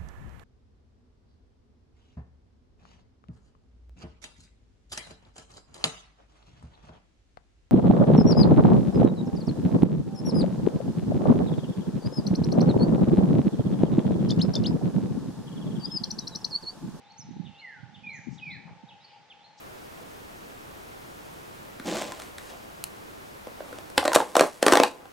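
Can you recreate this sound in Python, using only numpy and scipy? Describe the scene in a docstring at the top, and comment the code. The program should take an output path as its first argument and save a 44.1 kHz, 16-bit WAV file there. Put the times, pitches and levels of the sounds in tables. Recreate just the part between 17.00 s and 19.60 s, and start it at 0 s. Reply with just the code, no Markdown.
"""On an open mudflat a shorebird gives three falling whistles, each trailed by a diffuse echo from
the bank. Other birds add a repeated chip with a rising answer, a hoarse chirp and two thin high notes;
every call is a frequency-modulated tone. Turbulent wind bumps the two microphone ports in turn.
Shaped noise makes a brief scuff, the soft rustle of the shore, a steady far drone and a faint hiss."""
import sys
import numpy as np
from scipy import signal
from scipy.fft import rfft, irfft, next_fast_len
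from scipy.io import wavfile
from scipy.ndimage import map_coordinates

SR = 44100
rng = np.random.default_rng(int(sys.argv[2]) if len(sys.argv) > 2 else 0)


def to_wav(sig):
    """Store sig (one row per channel, or 1-D mono) as 16-bit WAV at the path in sys.argv[1].

    Samples outside -1..1 are clipped; the rate is SR.
    """
    pcm = np.clip(np.atleast_2d(sig), -1, 1) * 32767
    pcm = np.round(pcm).astype(np.int16)
    wavfile.write(sys.argv[1], SR, pcm.T)  # frames by channels


N = 114660
TIME = np.arange(N) / SR


# (onset [s], duration [s], first pitch [Hz], last pitch [Hz], upward bow [Hz])
WHISTLES = [(0.607, 0.2, 2302, 1405, -100), (1.031, 0.17, 2494, 1549, 185.5),
            (1.408, .169, 2570, 1573, 190.5)]
# one envelope per whistle (time [s], level [dB])
WHISTLE_LEVELS = [
    [(.612, -60), (.627, -48), (.636, -51.5), (.652, -40), (.662, -49.5), (.67, -47), (.802, -59)],
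    [(1.033, -54), (1.046, -45), (1.06, -48.5), (1.072, -37), (1.086, -46.5), (1.094, -42), (1.125, -48),
     (1.144, -46), (1.2, -58.5)],
    [(1.408, -55), (1.421, -51), (1.43, -40), (1.44, -39.5), (1.452, -51), (1.466, -40.5), (1.484, -41),
     (1.577, -57.5)],
]

def whistles():
    """Amplitude modulation: each of the shorebird's falling tones swells several times, then fades."""
    calls = 0
    for (onset, length, first, last, bow), levels in zip(WHISTLES, WHISTLE_LEVELS):
        shape = [((at - onset) / length, db) for at, db in levels]
        call = note(onset, length, glide(first, last, bow), shape, waver=.006)
        calls += echoed(call, echo_db=-2, gap_s=.009)
    return panned(calls, pan_db=-2.5, lag_us=7.9)


# (onset [s], duration [s], first pitch [Hz], last pitch [Hz], level [dB], echo gain [dB])
CHIPS = [(0.445, 0.033, 3805, 2484, -55, 7), (0.941, 0.024, 3736, 2766, -50.5, 2.5),
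         (1.377, 0.027, 3826, 2610, -48.5, 1), (1.882, .038, 3790, 2414, -52.5, 3),
         (2.299, 0.031, 3644, 2370, -46, -3.5)]
SLURS = [(.04, .08, 3415, 4380, -56.5, 4), (0.538, 0.075, 3016, 4297, -48.5, -3.5),
         (1.038, 0.079, 3250, 4174, -52, -1.5), (1.999, 0.06, 3540, 4455, -50, -1),
         (2.382, 0.078, 3100, 4277, -57, 5.5)]
# pitch contours (fraction of note, fraction of sweep)
CHIP_FALL = [(0, .03), (.17, 0.033), (1, 1)]
SLUR_RISE = [(0, 0), (.25, .32), (.55, .45), (.8, .93), (1, 1)]
# envelopes (fraction of note, gain [dB])
CHIP_SHAPE = [(0, -14), (.22, -4), (.7, -5), (1, -5.5)]
SLUR_SHAPE = [(0, -17), (.35, -13), (.58, -18), (0.839, -1.5), (1, -4)]

def small_birds():
    """Frequency sweeps: quick chips tip over and fall, and slurs climb in two steps."""
    def sweeps(notes, contour, shape, waver):
        calls = 0
        for onset, length, first, last, db, echo_db in notes:
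            pitch = lambda u: first + (last - first) * line(contour, u)
            calls += echoed(amp(db) * note(onset, length, pitch, shape, waver), echo_db)
        return calls

    chips = sweeps(CHIPS, CHIP_FALL, CHIP_SHAPE, waver=.0179)
    slurs = sweeps(SLURS, SLUR_RISE, SLUR_SHAPE, waver=.023)
    return panned(chips, pan_db=-1.5, lag_us=34) + panned(slurs, pan_db=-2, lag_us=32)


# (onset [s], duration [s], first pitch [Hz], last pitch [Hz], level [dB])
RASP = (1.5, 0.06, 3699, 4301.5, -46.5)
# envelope (fraction of note, gain [dB])
RASP_SHAPE = [(0, -8), (0.379, 0.5), (.6, -10.5), (1, -12.5)]

def rasp():
    """Modulation sidebands: strong pitch jitter broadens a rising tone into a hoarse chirp."""
    onset, length, first, last, db = RASP
    call = amp(db) * note(onset, length, glide(first, last, bow=49), RASP_SHAPE, waver=.042)
    return panned(echoed(call, echo_db=-.5), pan_db=1.5, lag_us=-49)


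# (onset [s], duration [s], top pitch [Hz], level [dB], echo gain [dB])
PEEPS = [(0.17, .061, 6486, -45, -7), (1.124, .05, 6950, -61.5, 9.5)]
# pitch contour (fraction of note, fraction of top pitch)
PEEP_ARCH = [(0, 0.8), (.15, 0.91), (.31, 1), (1, 0.77)]
# envelope (fraction of note, gain [dB])
PEEP_SHAPE = [(0, -23.5), (0.25, -4), (.6, -3), (1, -8.5)]

def peeps():
    """Nearly pure tones: thin high notes with little jitter flick up and slide down."""
    calls = 0
    for onset, length, top, db, echo_db in PEEPS:
        call = note(onset, length, lambda u: top * line(PEEP_ARCH, u), PEEP_SHAPE, waver=.0019)
        calls += echoed(amp(db) * call, echo_db)
    return panned(calls, pan_db=-2.5, lag_us=41)


# rumble at each port (time [s], level [dB])
WIND_LEFT = [(0, -87), (.23, -54), (.38, -51), (.43, -69.5), (1.03, -74), (1.09, -49.5), (1.22, -56.5),
             (1.3, -38), (1.44, -51), (1.56, -40.5), (1.73, -53), (1.8, -70.5)]
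WIND_RIGHT = [(.17, -62.5), (0.269, -46.5), (.41, -39), (0.52, -44), (.57, -62.5), (.72, -68), (.79, -50),
              (1.0, -47), (1.25, -60.5), (1.64, -60.5), (1.73, -44), (1.79, -63.5), (2.0, -55), (2.06, -68)]
# (frequency [Hz], spectral level [dB])
WIND_SPECTRUM = [(25, -30), (80, -4), (170, 4), (250, -7.5), (380, -20.5), (1000, -63)]
# (peak time [s], settled pitch [Hz], level [dB], pan [-1 left, 1 right], decay time constant [s])
EDDIES = [(.195, 114.7, -37, 1, 0.012), (0.291, 150, -30.5, -0.84, 0.0055),
          (0.311, 185.1, -30.5, 1, 0.0087), (.369, 180, -29, -1, .004), (0.401, 160, -19, 0.99, 0.0089),
          (.834, 119.3, -29, 1, 0.0089), (1.073, 190.1, -39, 0.42, 0.004), (1.193, 146.1, -35, 0.8, 0.0075),
          (1.274, 185, -25.5, -1.1, 0.0064), (1.286, 140, -23, -0.97, .009), (1.33, 138.5, -31, -1, .016),
          (1.474, 126, -37.5, 1, .013), (1.712, 130, -36, -1, .008), (1.838, 160, -35.5, 0.98, .013)]

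def wind():
    """Turbulent pressure: each port has its own rumble, and single eddies strike as damped low tones."""
    rise_s, sag_s, sag_log_ratio = .0033, .0029, .3
    level_db = np.array([line(port, TIME) + 2 * wobble(29.8) for port in (WIND_LEFT, WIND_RIGHT)])
    out = amp(level_db) * noise(WIND_SPECTRUM, coherence=[(100, .042)])
    for at, hz, db, pan, decay_s in EDDIES:
        before, after = np.minimum(TIME - at, 0), np.maximum(TIME - at, 0)
        swell = np.exp(-(before / rise_s) ** 2 - after / decay_s)
        pitch = hz * np.exp(sag_log_ratio * np.exp(-after / sag_s) + .12 * wobble(170))
        bump = amp(db) * swell * np.sin(2 * np.pi * np.cumsum(pitch) / SR)
        angle = (np.clip(pan, -1, 1) + 1) * np.pi / 4
        out += np.outer([np.cos(angle), np.sin(angle)], bump)
    return out


# (onset [s], duration [s], first pitch [Hz], last pitch [Hz], level [dB])
FAR_NOTES = [(0.544, 0.082, 2600, 2910, -54.5), (0.775, 0.043, 3175, 3350, -63.5),
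             (2.0, 0.17, 5010, 4720, -64.5)]
# envelope (fraction of note, gain [dB])
FAR_SHAPE = [(0, -10.5), (1, -8.5)]

def far_birds():
    """Low direct-to-reverberant ratio: distant calls arrive mostly as echo."""
    calls = 0
    for onset, length, first, last, db in FAR_NOTES:
        call = note(onset, length, glide(first, last, bow=30), FAR_SHAPE, waver=.028)
        calls += echoed(amp(db) * call, echo_db=5)
    return calls


# (time [s], level [dB])
SCUFF_LEVEL = [(1.661, -79), (1.671, -55), (1.75, -60), (1.81, -77.5)]
# (frequency [Hz], spectral level [dB])
SCUFF_SPECTRUM = [(250, -23), (500, 3.5), (1100, 0.5), (6000, -48)]

def scuff():
    """Roughness: fast random amplitude modulation makes a short burst of low noise gritty."""
    grain_db = 3.5 * wobble(380)
    grit = unit(amp(grain_db) * noise(SCUFF_SPECTRUM, coherence=[(1000, .7)]))
    level_db = np.interp(TIME, *np.transpose(SCUFF_LEVEL), left=-np.inf, right=-np.inf)
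    return grit * amp(level_db)


# (peak time [s], half duration [s], centre [Hz], width [octaves], level [dB])
RUSTLES = [(.122, 0.0014, 5720, 0.13, -58), (0.357, 0.17, 3980, .13, -69.5), (1.48, .087, 4730, .17, -67),
           (1.345, 0.037, 5700, 0.29, -63), (2.12, 0.071, 2730, 0.32, -61), (2.591, 0.013, 4990, 0.4, -57)]

def rustles():
    """Narrow-band noise under Gaussian envelopes: the shore rustles in short swells."""
    out = 0
    for at, half_s, centre, width, db in RUSTLES:
        white = noise([(1000, 0)], coherence=[(1000, .77)])
        band = filtered(white, lambda hz: np.exp(-(np.log2((hz + 1) / centre) / width) ** 2 / 2))
        out += amp(db) * np.exp(-((TIME - at) / half_s) ** 2) * unit(band)
    return out


# (frequency [Hz], spectral level [dB])
DRONE_SPECTRUM = [(640, -24), (725, -11), (772, -20.5), (797, -1), (835, 1.5), (865, -6), (900, -3),
                  (930, -12.5), (1150, -55.5)]
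# (time [s], level [dB])
DRONE_LEVEL = [(0, -59.5), (1.5, -61.5), (1.92, -58), (2.08, -62), (2.17, -56), (2.26, -61.5),
               (2.44, -59.5)]

def far_drone():
    """Pitch from narrow-band noise: a far drone on the left swells and ebbs slightly."""
    band = noise(DRONE_SPECTRUM, coherence=[(800, .95)])
    return panned(band, pan_db=5.5) * amp(line(DRONE_LEVEL, TIME))


# (frequency [Hz], spectral level [dB])
AIR_SPECTRUM = [(25, -16), (80, -4), (180, 2.5), (350, -7.5), (520, 2.5), (680, -5), (1150, -4), (2200, -2),
                (4500, -8.5), (6300, -14.5), (10000, -34.5)]

def air():
    """Stationary broadband noise: a faint open-air hiss, partly coherent in the midrange."""
    hiss = noise(AIR_SPECTRUM, coherence=[(100, .035), (500, .45), (2500, .43), (6000, .05)])
    return amp(-61.5) * panned(hiss, pan_db=-1, lag_us=12)


# echo from the bank (frequency [Hz], reverberation time [s])
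BANK_T60 = [(2200, 0.62), (4000, 0.41), (7000, 0.7)]

def echoed(x, echo_db, gap_s=0):
    """Diffuse reflection: dense near scatter and a decaying tail from the bank follow the direct sound."""
    scatter_db, scatter_s, coherence = 6, .0052, .67
    hz, t, spectra = signal.stft(rng.standard_normal((2, SR * 3 // 4)), SR, nperseg=256)
    fade_db = -60 * t / along(BANK_T60, hz)[:, None] + scatter_db * np.exp(-t / scatter_s)
    mid, side = signal.istft(spectra * amp(fade_db) * (t > gap_s), SR, nperseg=256)[1]
    angle = np.arccos(coherence) / 2
    tail = np.cos(angle) * mid + np.sin(angle) * np.array([side, -side])
    tail /= np.linalg.norm(tail[0])
    return x + amp(echo_db) * signal.fftconvolve(x[None], tail, axes=1)[:, :N]


def note(onset, length, pitch, shape, waver):
    """Frequency modulation: a bird tone's phase is the integral of its trembling pitch."""
    u = np.clip((TIME - onset) / length, 0, 1)
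    hz = pitch(u) * (1 + waver * wobble(420.1))
    phase = 2 * np.pi * np.cumsum(hz) / SR
    edges = np.clip(20 * np.minimum(u, 1 - u), 0, 1)
    return np.sqrt(2) * edges * amp(line(shape, u)) * np.sin(phase)


def glide(first, last, bow):
    """Parabolic pitch contour over u, the elapsed fraction of a note."""
    return lambda u: first + (last - first) * u + bow * (1 - (2 * u - 1) ** 2)


def noise(spectrum, coherence):
    """Partial coherence: mid and side noise mix by (frequency [Hz], left-right coherence) points."""
    def response(hz):
        angle = np.arccos(along(coherence, hz)) / 2
        return amp(along(spectrum, hz)) * [np.cos(angle), np.sin(angle)]

    mid, side = filtered(rng.standard_normal((2, N)), response)
    return unit(np.array([mid + side, mid - side]))


def panned(x, pan_db, lag_us=0):
    """Level and time differences: left is louder than right by pan_db and later by lag_us."""
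    half_s = lag_us / 2e6
    delayed = filtered(x, lambda hz: np.exp(2j * np.pi * np.outer([-half_s, half_s], hz)))
    return delayed * amp([[pan_db / 2], [-pan_db / 2]])


def filtered(x, response):
    """Linear filtering: the spectrum is multiplied by a frequency response."""
    size = next_fast_len(N + SR // 2)
    return irfft(rfft(x, size) * response(np.fft.rfftfreq(size, 1 / SR)), size)[..., :N]


def wobble(rate):
    """Smooth random modulation with rate knots a second."""
    return map_coordinates(rng.standard_normal(4096), [TIME * rate], mode="wrap")


def along(points, hz):
    """Interpolation on a logarithmic frequency axis."""
    frequencies, values = np.transpose(points)
    return np.interp(np.log(hz + 1), np.log(frequencies + 1), values)


def line(points, at):
    """Linear interpolation."""
    return np.interp(at, *np.transpose(points))


def amp(db):
    """Decibels to amplitude ratio."""
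    return 10 ** (np.asarray(db) / 20)


def unit(x):
    """Normalisation to rms 1."""
    return x / np.sqrt(np.mean(x ** 2) + 1e-20)


def scene():
    """Superposition: the pressures of birds, wind and background add."""
    birds = whistles() + small_birds() + rasp() + peeps() + far_birds()
    return birds + rustles() + scuff() + wind() + far_drone() + air()


def record(dry):
    """Band limiting: the microphone thins the deepest rumble and passes nothing above top_hz."""
    low_hz, top_hz = 98.6, 9900
    thinned = signal.sosfilt(signal.butter(2, low_hz, "highpass", fs=SR, output="sos"), dry)
    return filtered(thinned, lambda hz: hz < top_hz)


dry = scene()
out = record(dry)
to_wav(out)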